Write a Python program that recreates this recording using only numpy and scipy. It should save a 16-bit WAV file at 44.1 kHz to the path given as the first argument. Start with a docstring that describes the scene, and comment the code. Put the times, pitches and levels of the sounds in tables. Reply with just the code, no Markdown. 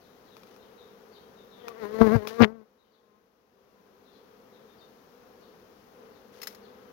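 """A garden, beside an open hive, on a stereo recorder whose right port is muffled.
The colony hums with many beating wings, sparrows chirp far off and a lone bee hovers a little way away.
The keeper knocks wood and clinks a steel frame grip, gloves rubbing on both.
One bee circles the left microphone port and three times fans it with the wash of her wings.
Her closest pass makes the recorder turn its gain down for over a second."""
import sys
import numpy as np
from scipy import signal
from scipy.fft import rfft, irfft, next_fast_len
from scipy.io import wavfile
from scipy.ndimage import uniform_filter1d, minimum_filter1d

SR = 44100
rng = np.random.default_rng(int(sys.argv[2]) if len(sys.argv) > 2 else 0)


def store_pcm(level_fs):
    """Save levels as 16-bit WAV."""
    pcm = np.round(np.clip(level_fs, -1, 1) * 32767).astype(np.int16)
    wavfile.write(sys.argv[1], SR, np.atleast_2d(pcm).T)


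N = 305392
TIME = np.arange(N) / SR


def from_db(db):
    """Decibels to gain."""
    return 10 ** (np.asarray(db) / 20)


def rms_one(x):
    """Scale to unit power."""
    return x / np.sqrt(np.mean(x ** 2) + 1e-20)


def in_time(points):
    """Read a curve of (seconds, value) at every sample."""
    return np.interp(TIME, *np.transpose(points))


def at_hz(points, hz):
    """Read a spectrum on a log-frequency axis."""
    f, value = np.transpose(points)
    return np.interp(np.log(np.maximum(hz, 1)), np.log(f), value)


def colour(x, spectrum):
    """Causal (minimum-phase) filter with a response given as (Hz, dB) points."""
    size = 2 * next_fast_len(N // 2 + 4096)
    gain = from_db(at_hz(spectrum, np.arange(size // 2 + 1) * SR / size))
    cepstrum = irfft(np.log(gain))
    cepstrum[1:size // 2] *= 2
    cepstrum[size // 2 + 1:] = 0
    return irfft(rfft(x, size) * np.exp(rfft(cepstrum)))[..., :N]


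def cut(x, hz, kind, order=2):
    """Butterworth low- or high-pass."""
    return signal.sosfilt(signal.butter(order, hz, kind, fs=SR, output="sos"), x + 1e-18)


def drift(rate_hz):
    """Random wandering with spread 1, mostly slower than the given rate."""
    pole = np.exp(-80 * np.pi * rate_hz / SR)   # one step every 40 samples
    slow = signal.lfilter([1], [1, -2 * pole, pole * pole], rng.standard_normal(N // 40 + 2002))[2000:]
    return np.interp(np.arange(N) / 40, np.arange(len(slow)), rms_one(slow))


def garden_air(level_db):
    """Soft outdoor noise all round, alike at both ports in the bass only."""
    # Tone of the air. Each row: frequency in Hz, relative noise density in dB.
    spectrum = [(25, -15), (55, -3), (110, -1), (300, 4), (700, -1), (1300, -2.5), (2200, -11.5),
                (5500, -12), (10000, -16.5), (15500, -14)]
    # Likeness of the ports. Each row: frequency in Hz, left-right correlation.
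    likeness = [(60, 0.53), (130, 0.71), (600, 0.78), (1400, 0.068), (3000, .02)]
    white = rfft(rng.standard_normal((2, N)))
    alike = at_hz(likeness, np.arange(white.shape[1]) * SR / N)
    mid = np.sqrt(1 + alike) * white[0]
    side = np.sqrt(1 - alike) * white[1] * [[1], [-1]]
    return from_db(level_db) * rms_one(colour(irfft(mid + side, N), spectrum))


def sparrows(chirp_s, warble, direct_db, echo_db, echo_s):
    """Short wavering downward glides far off, heard mostly by way of fences and trees."""
    # Each row: start in seconds, opening pitch in Hz, relative level in dB.
    chirps = [(.002, 4700, -58), (.241, 4900, -57), (.29, 4050, -55.5), (.585, 4150, -57.5),
              (.62, 3150, -60), (.765, 4155, -50), (.8, 3750, -62), (1.123, 5010, -49.5), (1.36, 4060, -55),
              (1.5, 3970, -51.5), (1.585, 3440, -50.5), (2.771, 4160, -54), (2.84, 3150, -58),
              (2.905, 4950, -51.5), (4.04, 4120, -54), (4.117, 4930, -52), (4.517, 4150, -56),
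              (4.675, 3750, -59), (4.778, 4980, -52.5), (5.405, 4850, -56), (6.119, 4950, -60),
              (6.615, 4950, -54.5)]
    song = np.zeros(N)
    waver = 1 + warble * drift(220)
    progress = np.linspace(0, 1, int(chirp_s * SR))
    arch = np.sqrt(np.abs(np.sin(np.pi * progress)))
    for s, start_hz, level_db in chirps:
        span = slice(int(s * SR), int(s * SR) + len(progress))
        fall_hz = 680 * (start_hz / 4090) ** 5.6   # a chirp that starts higher falls much farther
        hz = (start_hz - fall_hz * progress) * waver[span]
        song[span] += from_db(level_db) * arch * np.sin(2 * np.pi * np.cumsum(hz) / SR)
    reflections = rng.standard_normal((2, SR // 2)) * np.exp(-TIME[:SR // 2] / echo_s)
    reflections /= np.sqrt(np.sum(reflections ** 2, axis=1, keepdims=True))
    echoes = signal.fftconvolve(song[None], reflections, axes=1)[:, :N]
    return from_db(direct_db) * song + from_db(echo_db) * echoes


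def wing_wave(turns, hz, spectrum, harmonics):
    """Harmonic wave of one pair of wings, read at the running stroke count."""
    k = np.arange(1, harmonics + 1)
    lines = np.zeros(1025, complex)
    lines[k] = from_db(at_hz(spectrum, k * hz)) * np.exp(2j * np.pi * rng.random(harmonics))
    cycle = rms_one(irfft(lines))
    return cycle[(turns * len(cycle)).astype(int) % len(cycle)]


def colony(centre_hz, spread, wander, swell_db, pan_db, bees):
    """Many bees, each on her own wavering pitch, drifting nearer and farther, a little later at one port."""
    # Tone of the bees together. Each row: frequency in Hz, relative level of a harmonic there in dB.
    spectrum = [(190, -4.5), (240, -10.5), (370, -2), (490, 0.5), (600, -12), (1150, -12), (1600, -16),
                (2400, -23), (4000, -27.5)]
    # Activity round the hive. Each row: time in seconds, hum level in dB.
    activity = [(0, -60), (.45, -54), (1.6, -52.5), (1.93, -44), (2.8, -55.5), (3.6, -55.5), (4.6, -52.5),
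                (5.05, -57), (5.3, -54), (5.85, -57.5), (6.06, -50.5), (6.25, -55), (6.55, -51)]
    hum = np.zeros((2, N))
    for place in np.linspace(-1, 1, bees):
        hz = centre_hz * np.exp(spread * place)
        turns = np.cumsum(hz * (1 + wander * drift(2.5))) / SR + 1
        offset = np.array([[0], [hz * rng.uniform(-.00042, .0008)]])
        pan = from_db(pan_db * rng.standard_normal((2, 1)))
        buzz = wing_wave(turns + offset, hz, spectrum, harmonics=16)
        hum += buzz * from_db(swell_db * drift(.9)) * pan
    return from_db(in_time(activity)) * rms_one(hum)


def flight_buzz(turns, spectrum, flutter_db, harmonics):
    """One bee's harmonics; as she turns in the air each swells and fades on its own by flutter_db."""
    buzz = np.zeros(N)
    for k in range(1, harmonics + 1):
        level_db = at_hz(spectrum, k * 220) + flutter_db * min(k / 4, 1) * drift(18)
        buzz += from_db(level_db) * np.sin(2 * np.pi * k * turns + k * k)
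    return rms_one(buzz)


def aloft(flight):
    """Fade a flight in and out over 50 ms at its ends."""
    start_s, end_s = flight[0][0], flight[-1][0]
    return np.clip((TIME - start_s) * 20, 0, 1) * np.clip((end_s - TIME) * 20, 0, 1)


def lone_bee(start_hz, sag_hz_per_s, jitter, waver, right_db):
    """A thinner buzz over the frames, a little way off to the left; her wingbeat wavers and sags."""
    # Her hovering. Each row: time in seconds, level at the left port in dB.
    hover = [(2.68, -66), (2.95, -60), (3.18, -51.5), (3.26, -75), (3.42, -61), (3.6, -81.5), (3.8, -56.5),
             (3.95, -72)]
    # Her tone, strong in the fifth harmonic. Each row: frequency in Hz, relative level in dB.
    spectrum = [(220, -3), (440, 0), (660, -8), (880, -9), (1090, 1), (1320, -10), (2200, -16), (3500, -26)]
    hz = (start_hz - sag_hz_per_s * (TIME - hover[0][0])) * (1 + waver * drift(3.96))
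    turns = np.cumsum(hz * (1 + jitter * drift(30))) / SR
    buzz = flight_buzz(turns, spectrum, flutter_db=0, harmonics=12)
    return aloft(hover) * from_db(in_time(hover)) * buzz * from_db([[0], [right_db]])


def bounced(blows, gap_s, loss_db):
    """Every blow touches a second time, more softly."""
    return blows + [(s + gap_s, level_db - loss_db) for s, level_db in blows]


def strike(blows, modes, scatter_db, crack_db, crack_s, tail_db, tail_s):
    """Each blow rings the modes with random strengths at each port, over a crack and a diffuse tail."""
    out = np.zeros((2, N))
    t = TIME[:SR // 4]
    hz, mode_db, t60 = np.transpose(modes)[:, :, None]
    rings = from_db(-60 * t / t60) * np.sin(2 * np.pi * hz * t)
    grit_envelope = from_db(crack_db) * np.exp(-t / crack_s) + from_db(tail_db) * np.exp(-t / tail_s)
    for s, level_db in blows:
        i = int(s * SR)
        for port in range(2):
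            strength = from_db(mode_db + scatter_db * rng.standard_normal(hz.shape))
            ring = (strength * rng.choice([-1, 1], hz.shape) * rings).sum(0)
            grit = rng.standard_normal(len(t)) * grit_envelope
            out[port, i:i + len(t)] += (from_db(level_db) * (ring + grit))[:N - i]
    return out


def wood_knocks():
    """The keeper knocks the hive's woodwork: a dry, short ring with little bass."""
    # Each row: start in seconds, relative level in dB.
    knocks = [(.3682, -38), (.434, -40.5), (.472, -45), (.5632, -44), (1.6828, -25.5), (2.273, -18.5)]
    # Modes of the wood. Each row: frequency in Hz, relative level in dB, seconds to fall 60 dB.
    modes = [(643, -8, 0.01), (980, -18, 0.0028), (1225, 3, 0.0058), (1650, -19, 0.0091), (2440, -6, 0.011),
             (3340, -13, 0.0098), (3860, -7, 0.0058), (5400, -6, 0.0047), (10200, -10, 0.0021),
             (14200, -16, 0.0037)]
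    wood = strike(bounced(knocks, gap_s=.005, loss_db=11.5), modes,
                  scatter_db=-3.5, crack_db=-11.5, crack_s=.0043, tail_db=-26.5, tail_s=.02)
    return cut(wood, 250, "high")


def grip_clinks(gain_db):
    """The steel jaws of the frame grip clink and ring brightly, too small to radiate much bass."""
    # Each row: start in seconds, relative level in dB.
    clinks = [(6.4171, -33), (6.431, -30), (6.4714, -26.5), (6.5475, -42.5)]
    # Modes of the steel. Each row: frequency in Hz, relative level in dB, seconds to fall 60 dB.
    modes = [(1980, -1, 0.04), (2150, -7, 0.057), (2740, -14, 0.054), (4120, -3, 0.034), (4700, -15, 0.056),
             (5170, 1, 0.051), (6740, -4, 0.049), (9900, -17, .03), (11800, -2, 0.032), (11500, -16, .05),
             (12460, -1, 0.041), (14600, -6, .04), (14700, -15, .05), (15200, -16, .05)]
    steel = strike(bounced(clinks, gap_s=.0035, loss_db=6.5), modes,
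                   scatter_db=2.5, crack_db=9.5, crack_s=.0044, tail_db=-9.5, tail_s=.044)
    return from_db(gain_db) * cut(steel, 820, "high")


def glove_rubs(attack_s, release_s, rough_db):
    """Gloves rub on wood and tool: uneven friction noise that takes hold quickly and lets go."""
    # Each row: start in seconds, length in seconds, relative level in dB.
    rubs = [(.35, .23, -63.5), (2.277, .017, -36.5), (2.311, .06, -51), (6.329, .2, -56.5)]
    envelope = np.zeros(N)
    for s, length_s, level_db in rubs:
        take_hold = np.clip((TIME - s) / attack_s + 1, 0, 1)
        let_go = np.exp(-np.clip((TIME - s - length_s) / release_s, 0, 20))
        envelope += from_db(level_db) * take_hold * let_go
    roughness = from_db(rough_db * drift(80))
    friction = rms_one(cut(rng.standard_normal((2, N)), 6400, "low", order=1))
    return cut(envelope * roughness * friction, 500, "high")


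def stirred_air(buzz_db):
    """Level in dB of the air a bee stirs at the port: it grows much faster than her buzz, and lingers."""
    # A brief strong wake and a long faint one. Each row: share in dB, decay in dB per second.
    wakes = [(0, 560), (-21.5, 115)]
    air_db = np.minimum(-15 + 2.96 * (buzz_db + 24), 3)
    trails_db = [share_db + np.maximum.accumulate(air_db + decay * TIME) - decay * TIME
                 for share_db, decay in wakes]
    return np.max(trails_db, axis=0)


def wing_wash(turns, air_db, rough, hiss_db, spurt_turns, eddy_hz, slowing_s, eddy_decay_s):
    """Right at the port every stroke lands as a slap of air with a spurt of turbulence; eddies roll past."""
    # Her wash sweeps the port; the last two rows merge into one pass. Each row: centre in seconds,
    # half length in seconds, slap level in dB, slap low-pass in Hz, eddy level in dB (levels relative).
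    passes = [(2.016, 0.0047, -16.5, 1091, -16), (2.158, 0.0083, -19.5, 750, -10.5),
              (2.419, 0.0095, -0.5, 750, -7.5), (2.432, .013, -0.5, 2400, -14)]
    stroke = turns.astype(int)
    force = (1 + rough * rng.standard_normal(stroke[-1] + 1))[stroke]
    pulses = rms_one(np.diff(stroke, prepend=0))
    spurts = rms_one(rng.standard_normal(N) * np.exp(-(turns % 1) / spurt_turns))
    jet = cut(force * (pulses + from_db(hiss_db) * spurts), 280, "high", order=1)
    gusty = np.exp(.2 * drift(90))
    # the fringe of the jet is felt whenever she is near
    wash = from_db(air_db - 16) * rms_one(cut(jet, 1080, "low", order=3))
    for s, half_s, slap_db, bright_hz, eddy_db in passes:
        # its core is narrow and sharp-edged
        off_axis = np.clip((TIME - s) / half_s, -4, 4)
        slaps = rms_one(cut(jet, bright_hz, "low", order=3)) + from_db(-34) * rms_one(jet)
        wash += from_db(slap_db) * np.exp(-off_axis ** 4 / 2) * slaps
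        # the eddies follow 1.3 ms behind and turn more slowly as they die
        age = TIME - s - .0013
        rise, after = np.minimum(age, 0) / half_s, np.maximum(age, 0)
        swirl_hz = eddy_hz * gusty * np.exp(-after / slowing_s)
        eddies = np.sqrt(2) * np.sin(2 * np.pi * np.cumsum(swirl_hz) / SR)
        wash += from_db(eddy_db) * np.exp(-np.minimum(rise ** 2 + after / eddy_decay_s, 20)) * eddies
    return wash


def near_bee(jitter, shimmer_db, flutter_db, rush_db, right_db, wind_right_db):
    """A bee at the left port: her second harmonic leads, but within centimetres the fundamental does."""
    # Her buzz, louder the closer she comes. Each row: time in seconds, relative level in dB.
    flight = [(1.55, -45.5), (1.63, -50), (1.69, -37.5), (1.745, -47), (1.84, -32.5), (1.9, -37),
              (1.998, -29.5), (2.016, -20), (2.035, -23.7), (2.1, -26.3), (2.148, -23.7), (2.205, -36),
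              (2.38, -35), (2.42, -14), (2.47, -32.5), (2.55, -46), (2.615, -47), (2.675, -60)]
    # Her wingbeat. Each row: time in seconds, stroke rate in Hz.
    wingbeat = [(1.55, 233.4), (1.626, 240), (1.76, 219.3), (1.78, 235.9), (1.846, 205.3), (2.032, 225.6),
                (2.1, 208.4), (2.148, 234.7), (2.202, 206), (2.42, 236.4), (2.454, 208.1), (2.532, 225.1),
                (2.66, 215.6)]
    # The buzz she radiates. Each row: frequency in Hz, relative harmonic level in dB.
    buzz_spectrum = [(220, -17.5), (440, 1), (660, -12.5), (880, -16.5), (1120, -12.5), (1340, -22),
                     (1800, -19), (2300, -24.5), (2900, -40), (4000, -35), (6500, -38.5)]
    # Her near field. Each row: frequency in Hz, relative harmonic level in dB.
    near_spectrum = [(220, 4), (440, -2), (660, -12.5), (900, -20), (1400, -26), (2500, -46.5)]
    # Air rushing off the wings. Each row: frequency in Hz, relative noise density in dB.
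    rush_spectrum = [(100, 2.5), (700, -3), (1600, -5), (3000, -8), (5000, -9.5), (9000, -12),
                     (15000, -12.5)]
    buzz_db = in_time(flight)
    air_db = stirred_air(buzz_db)
    turns = np.cumsum(in_time(wingbeat) * (1 + jitter * drift(60))) / SR
    strength = aloft(flight) * from_db(shimmer_db * drift(120))   # no two strokes are equally strong
    rush = colour(rng.standard_normal(N), rush_spectrum) * (.48 + np.cos(np.pi * turns) ** 2)
    tone = flight_buzz(turns, buzz_spectrum, flutter_db, harmonics=22)
    buzz = strength * from_db(buzz_db) * (tone + from_db(rush_db) * rms_one(rush))
    wind = strength * from_db(air_db) * flight_buzz(turns, near_spectrum, flutter_db, harmonics=10)
    wind += wing_wash(turns, air_db, rough=.16, hiss_db=4, spurt_turns=.097,
                      eddy_hz=108, slowing_s=.075, eddy_decay_s=.011)
    ports = buzz * from_db([[0], [right_db]]) + wind * from_db([[0], [wind_right_db]])
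    return cut(ports, 48, "high", order=4)


def scene():
    """The bees, the garden and the keeper as they reach the two ports."""
    bees = near_bee(jitter=.012, shimmer_db=1.93, flutter_db=4, rush_db=-16.5,
                    right_db=-40, wind_right_db=-52)
    bees += lone_bee(start_hz=216, sag_hz_per_s=9.6, jitter=.00518, waver=.0138, right_db=-35)
    bees += colony(centre_hz=226.3, spread=.15, wander=.042, swell_db=2, pan_db=1.5, bees=52)
    birds = sparrows(chirp_s=.056, warble=.05, direct_db=-7.5, echo_db=-1.5, echo_s=.065)
    air = garden_air(level_db=-55.5)
    keeper = wood_knocks() + grip_clinks(gain_db=-8.5)
    keeper += glove_rubs(attack_s=.008, release_s=.0047, rough_db=3.7)
    return air + birds + keeper + bees


def gain_control(x, threshold_db, most_held_db, hold_s, release_s):
    """A loud moment on the left turns both channels down; part of that cut is held, then creeps back."""
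    power = uniform_filter1d(uniform_filter1d(x[0] ** 2, size=400), size=200)
    over_db = np.maximum(10 * np.log10(np.maximum(power, 1e-12)) - threshold_db, 0)
    half = int(hold_s * SR / 2)
    capped_db = np.minimum(over_db, most_held_db)
    held_db = -minimum_filter1d(-capped_db, 2 * half + 1, origin=half, mode="constant")
    fade = np.exp(-TIME / release_s)
    released_db = np.maximum.accumulate(held_db / fade) * fade
    return x * from_db(-np.maximum(over_db, released_db))


def record(dry):
    """The recorder: muffled right port, gain control, overload, a dip near 8 kHz, a cut at 15.9 kHz."""
    # Response of the muffled port. Each row: frequency in Hz, gain in dB.
    right_port = [(60, -1.5), (200, -2), (700, -3.5), (1290, -6.5), (2380, -15.5), (4400, -20),
                  (6500, -20.5), (8200, -7.5), (15000, -9)]
    x = np.array([dry[0], colour(dry[1], right_port)])
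    x = gain_control(x, threshold_db=-5, most_held_db=13.5, hold_s=1.03, release_s=.56)
    x = np.clip(x, -.92, .92)
    x = colour(x, [(5500, -.5), (6600, -3), (7500, -13), (8500, -13.5), (10000, -7.5), (11500, -3)])
    return signal.sosfilt(signal.ellip(10, .1, 70, 15900, fs=SR, output="sos"), x)


dry = scene()
out = record(dry)
store_pcm(out)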